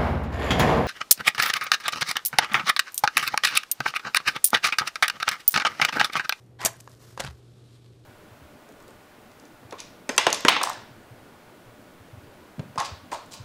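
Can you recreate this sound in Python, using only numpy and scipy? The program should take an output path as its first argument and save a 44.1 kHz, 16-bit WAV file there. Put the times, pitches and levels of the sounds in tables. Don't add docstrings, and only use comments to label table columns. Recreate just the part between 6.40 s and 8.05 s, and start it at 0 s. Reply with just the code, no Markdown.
import sys
import numpy as np
from scipy import signal
from scipy.fft import rfft, irfft
from scipy.io import wavfile
from scipy.ndimage import map_coordinates

SR = 44100
rng = np.random.default_rng(int(sys.argv[2]) if len(sys.argv) > 2 else 0)


def voltage_ratio(decibels):
    exponent = np.asarray(decibels, float) / 20
    return 10 ** exponent


def output_pcm(signal):
    pcm = np.clip(np.atleast_2d(signal).T, -1, 1) * 32767
    wavfile.write(sys.argv[1], SR, np.round(pcm).astype(np.int16))


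N = 72765
TIME = np.arange(N) / SR


def unit(x):
    return x / np.sqrt(np.mean(x ** 2) + 1e-20)


def along(points, hz):
    f, v = np.transpose(points)
    return np.interp(np.log(hz + 1), np.log(f + 1), v)


def curve(rows):
    s, db = np.transpose(rows)
    return voltage_ratio(np.interp(TIME, s, db, left=-200, right=-200))


def wobble(rate):
    knots = rng.standard_normal(int(N * rate / SR) + 4)
    return map_coordinates(knots, [np.arange(N) * rate / SR])


def coloured(x, points):
    m = 4096
    level = voltage_ratio(along(points, np.fft.rfftfreq(m, 1 / SR)))
    cepstrum = irfft(np.log(level + 1e-6), m)
    cepstrum[1:m // 2] *= 2
    cepstrum[m // 2 + 1:] = 0
    response = irfft(np.exp(rfft(cepstrum)), m)
    return unit(signal.fftconvolve(x, response)[:N])


def grit(spread_db, clump_db, clump_rate):
    level_db = spread_db * rng.standard_normal(N) + clump_db * wobble(clump_rate)
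    return rng.standard_normal(N) * voltage_ratio(level_db)


def add(out, s, x):
    part = out[round(s * SR):][:len(x)]
    part += x[:len(part)]


def ring(hz, db, t60, attack_s):
    t = np.arange(SR // 4) / SR
    return voltage_ratio(db - 60 * t / t60) * np.sin(2 * np.pi * hz * t) * (1 - np.exp(-t / attack_s))


def rings(rows, attack_s):
    out = np.zeros(N)
    for s, db, hz, t60 in rows:
        add(out, s, ring(hz, db, t60, attack_s))
    return out


def clicks(rows):
    out, t = np.zeros(N), np.arange(600) / SR
    f = np.fft.rfftfreq(len(t), 1 / SR) + 1
    cycles, spray_t60, width = 1.2, .007, .6
    for s, db, hz in rows:
        noise = rng.standard_normal(len(t))
        around_pitch = np.exp(-(np.log(f / hz) / width) ** 2)
        spray = unit(irfft(rfft(noise) * around_pitch, len(t))) * voltage_ratio(db - 60 * t / spray_t60)
        tone = ring(hz, db, cycles * 3 / hz, .00005)[:len(t)]
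        add(out, s, tone + 0.3 * spray)
    return out


def below(x, top_hz):
    f = np.fft.rfftfreq(2 * N, 1 / SR)
    edge = 1 + np.exp(np.clip((f - top_hz) / 60, -50, 50))
    return irfft(rfft(x, 2 * N) / edge)[..., :N]


AIR_TOP_HZ = 13980


# (frequency [Hz], level [dB])
AIR_COLOUR = [(15, -46.5), (40, -15), (120, -7), (215, -16.5), (320, -14.5), (390, -13.5), (470, -18.5),
              (650, -25.5), (1000, -33), (13600, -53)]


def room_air():
    air = voltage_ratio(-55.5 + 0.7 * wobble(8)) * coloured(rng.standard_normal(N), AIR_COLOUR)
    return below(air, AIR_TOP_HZ)


def mains_hum():
    hum_hz, hum_db, sway_db = 119.7, -50.5, 1.2
    phase = 2 * np.pi * hum_hz * TIME + .2 * wobble(12)
    return voltage_ratio(hum_db + sway_db * wobble(14)) * np.sin(phase)


# (time [s], level [dB])
RUSTLE = [(0, -72), (.07, -72), (.17, -96), (.36, -59.5), (.45, -64), (.53, -58.5), (.58, -63.5),
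          (.63, -54), (.66, -58.5), (.7, -55.5), (.76, -61.5), (.92, -64), (1.0, -71.5)]
# (frequency [Hz], level [dB])
RUSTLE_COLOUR = [(290, -31.5), (500, -8.5), (619, 3), (714, -6.5), (1190, -3), (1850, -7), (2230, -10.5),
                 (5310, -8), (15000, -17.5)]


def rustle():
    return curve(RUSTLE) * coloured(grit(4, 1.5, 130), RUSTLE_COLOUR)


# (time [s], peak level [dB], pitch [Hz])
TICKS = [(.024, -52, 5860), (.04, -53.5, 10600), (.063, -53, 6700), (.109, -57, 6900), (.2205, -46, 9000),
         (0.4, -38, 10000), (0.4031, -27.5, 6500), (.405, -38, 2240), (0.4071, -27, 7900),
         (.443, -41, 8100), (0.496, -39, 9000), (.517, -37, 5500), (0.55, -41, 5000), (0.724, -46, 5060),
         (0.7754, -34.5, 8000), (.8505, -33, 9900), (.901, -56, 7880), (.912, -41, 7900),
         (0.925, -60, 6880)]


def finger_ticks():
    return clicks(TICKS)


# (time [s], level [dB])
DRAG = [
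    (.187, -62),
    (.191, -50.5),
    (.204, -42.5),
    (.212, -36.5),
    (.228, -38.5),
    (.243, -38),
    (.262, -31.5),
    (.283, -39.5),
    (.3, -51),
    (.38, -69.5),
]
# (start time [s], end time [s])
SPEED_UP_S = (.195, .225)
# (frequency [Hz], level [dB])
SLOW_COLOUR = [(240, -43), (400, -27), (772, -1.5), (1170, -9), (1760, -1), (2790, -20.5), (3160, -6.5),
               (15500, -40.5)]
# (frequency [Hz], level [dB])
DRAG_COLOUR = [(240, -39), (400, -14), (715, -16.5), (987, -9.5), (1400, -15.5), (1990, -12.5), (2250, -17),
               (6090, -24.5), (15500, -38.5)]
# (time [s], peak level [dB], pitch [Hz], t60 [s])
CATCHES = [(.1905, -43, 1700, .02), (.1985, -37.5, 780, .025), (.2005, -39.5, 1800, .02),
           (.2035, -38.5, 800, .025), (.2135, -36, 1900, .015), (.2168, -34.5, 1800, .015),
           (.2212, -27.5, 1050, .025), (.228, -30, 950, .015), (.234, -27.5, 1200, .012),
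           (.2367, -26.5, 1000, .015), (.2386, -25, 1050, .015), (.2435, -24.5, 900, .012),
           (.246, -26.5, 800, .015), (.2765, -25.5, 1750, .015), (0.2817, -30.5, 1510, .015),
           (.289, -39.5, 660, .04), (.341, -42, 1700, .02), (.348, -47.5, 1020, .02),
           (.359, -47.5, 1560, .025), (.194, -40, 2090, .012), (.207, -35, 1983, .012),
           (0.212, -37, 2400, .01), (0.2316, -31, 2093, .01), (.2375, -30.5, 2210, .01),
           (.241, -30.5, 1900, .01)]


def drag():
    rub = grit(4, 2.5, 400)
    speed = np.interp(TIME, SPEED_UP_S, (0, 1))
    slow = (1 - speed) * coloured(rub, SLOW_COLOUR)
    fast = speed * coloured(rub, DRAG_COLOUR)
    return curve(DRAG) * (slow + fast) + rings(CATCHES, 0.00031)


# (start time [s], length [s], level [dB], rise [s], t60 of the fall [s])
SNAPS = [
    (.2476, .0012, -32, .0005, .006),
    (.2493, .0037, -18, .0003, .008),
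    (.2545, .002, -19, .0008, .005),
    (.2575, .0057, -17.5, .0002, .012),
    (.2635, .005, -27, .0005, .03),
    (0.7965, 0.004, -28, 0.0015, 0.013),
    (.802, 0.003, -28, 0.0009, 0.013),
    (.8065, .002, -33, .0006, .01),
]
# (frequency [Hz], level [dB])
SNAP_COLOUR = [(200, -20), (500, -11.5), (1560, -11.5), (4200, -9), (5600, -3.5), (7400, -2), (9000, -10.5),
               (12500, -8), (15500, -30)]
# (frequency [Hz], level [dB])
SECOND_COLOUR = [(120, -17.5), (260, -14.5), (585, -2), (1430, -9), (3680, -10.5), (5490, -12),
                 (6350, -10.5), (12900, -25), (15500, -54)]
# (time [s], level [dB], pitch [Hz], t60 [s])
THUMPS = [
    (.2475, -24, 165, .03),
    (.249, -30, 330, .025),
    (.258, -27, 400, .035),
    (.2595, -24, 660, .045),
    (.262, -30, 540, .03),
    (0.7975, -32, 370, 0.03),
    (0.801, -41, 205, 0.08),
    (.7978, -26, 540, 0.04),
    (.799, -31, 840, .03),
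]
# (time [s], peak level [dB], pitch [Hz])
BURSTS = [
    (.2506, -4, 10500),
    (.2585, -7, 7000),
    (.2605, -8, 12500),
    (.272, -12, 10500),
    (.2745, -22, 8000),
    (.333, -35, 11000),
    (.368, -40, 9000),
    (.7982, -20, 2000),
    (.8036, -16, 6500),
]


def snaps():
    grains = grit(3.5, 1.2, 900)
    second = TIME >= .5
    tear = np.where(second, coloured(grains, SECOND_COLOUR), coloured(grains, SNAP_COLOUR))
    out = rings(THUMPS, 0.00033) + clicks(BURSTS)
    for s, length, db, rise, fall in SNAPS:
        onset = (TIME > s) * (1 - np.exp(-abs(TIME - s) / rise))
        fading = voltage_ratio(db - 60 * np.maximum(TIME - s - length, 0) / fall)
        out += onset * fading * tear
    return out


# (time [s], peak level [dB], box pitch ratio)
TAPS = [
    (0.4758, -28.5, 1.043),
    (0.7762, -20, 1.01),
]
# (frequency [Hz], level [dB], t60 [s])
BOX = [(550, -12.5, 0.022), (987, 6, 0.0061), (1300, -40, 0.0063), (1590, -15, 0.031),
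       (2630, -13.5, 0.0086), (3660, -18.5, 0.011), (4700, -15.5, 0.0079), (6400, -11, 0.0056)]


def box_taps():
    out = np.zeros(N)
    for s, db, ratio in TAPS:
        knock = sum(ring(hz * ratio, db + level, t60, 0.00051) for hz, level, t60 in BOX)
        add(out, s, knock)
    return out


# (time [s], level [dB])
FLARE = [(.779, -48), (.79, -53), (.798, -36.5), (.815, -43), (.833, -42), (.85, -45.5), (.86, -47),
         (.878, -49), (.89, -55), (.915, -71), (.935, -91)]
# (frequency [Hz], level [dB])
FLARE_COLOUR = [(210, -13.5), (350, -14), (798, -4.5), (1910, -8), (2240, -12.5), (4570, -13),
                (10400, -28.5), (15500, -45)]
# (time [s], boost [dB], t60 [s])
SPURTS = [
    (0.828, -17, .03),
    (0.839, -8, 0.013),
    (0.8394, 9, 0.011),
    (0.848, 10, 0.028),
    (0.8657, 13.5, 0.011),
    (0.8708, 13, 0.01),
    (0.8752, 12.5, 0.011),
    (0.885, 9.5, 0.022),
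    (.901, 16, 0.0095),
    (0.908, 19, 0.019),
]


def sputter():
    spurt = 1 + sum((TIME > s) * voltage_ratio(db - 60 * abs(TIME - s) / t60) for s, db, t60 in SPURTS)
    return curve(FLARE) * spurt * coloured(grit(3.1, 2.4, 370), FLARE_COLOUR)


# (time [s], level [dB], pitch [Hz], t60 [s])
FLAPS = [
    (.800, -45, 55, .15),
    (.842, -28, 135, .06),
    (.857, -31, 125, .06),
    (.874, -36, 170, .05),
    (.884, -36, 74, .3),
]


def flame_flaps():
    return voltage_ratio(2) * rings(FLAPS, 0.0018)


# (time [s], peak level [dB], pitch [Hz])
CRACKLES = [(.8392, -27, 4500), (.842, -30, 4000), (.8485, -28, 1600), (.8655, -30, 3000),
            (.8702, -25, 3200), (.875, -28, 3700), (.8765, -28, 3000), (1.2655, -51, 4200),
            (1.37, -51, 3800), (1.431, -49, 3500), (1.4452, -43, 3700), (1.4622, -42, 3500),
            (1.5346, -48, 3300), (1.64, -48, 3600)]


def crackles():
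    out = np.zeros(N)
    for s, db, hz in CRACKLES:
        add(out, s, ring(hz, db + 2, 5 / hz, .00005))
    return out


# (time [s], level [dB])
HISS = [(.88, -85), (.95, -73), (1.08, -68), (1.17, -66.5), (1.25, -67.5), (1.31, -64), (1.36, -63.5),
        (1.41, -69), (1.46, -66), (1.52, -70.5), (1.65, -70)]
# (frequency [Hz], level [dB])
HISS_COLOUR = [(530, -39), (900, -14), (1080, 1.5), (1970, -7.5), (2500, -4), (3770, 0.5), (6140, -8),
               (8250, -8), (13600, -18.5)]


def flame_hiss():
    return below(curve(HISS) * coloured(grit(4, 1.2, 110), HISS_COLOUR), AIR_TOP_HZ)


# (frequency [Hz], t60 [s])
ROOM = [(200, .3), (2000, .3), (5000, .22), (9000, .19), (14000, .13)]


def room(x):
    hz, t, z = signal.stft(rng.standard_normal(SR // 2), SR, nperseg=256)
    fading = voltage_ratio(-60 * t / along(ROOM, hz)[:, None])
    tail = signal.istft(z * fading, SR, nperseg=256)[1]
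    late = np.pad(x, (200, 0))
    return signal.fftconvolve(late, tail / np.linalg.norm(tail))[:N]


def scene():
    match = drag() + snaps() + sputter() + flame_flaps() + crackles()
    near = finger_ticks() + box_taps() + match
    background = room_air() + mains_hum() + rustle() + flame_hiss()
    return (near + voltage_ratio(-18) * room(near) + background)[None]


def top_cut(x):
    return signal.sosfilt(signal.butter(12, 16110, fs=SR, output="sos"), x)


def record(dry):
    low_hz, top_hz = 40, 15250
    f = np.fft.rfftfreq(2 * N, 1 / SR)
    without_bass = irfft(rfft(dry, 2 * N) * f / (f - 1j * low_hz))[:, :N]
    mix = below(without_bass, top_hz)
    return top_cut(mix)


dry = scene()
out = record(dry)
output_pcm(out)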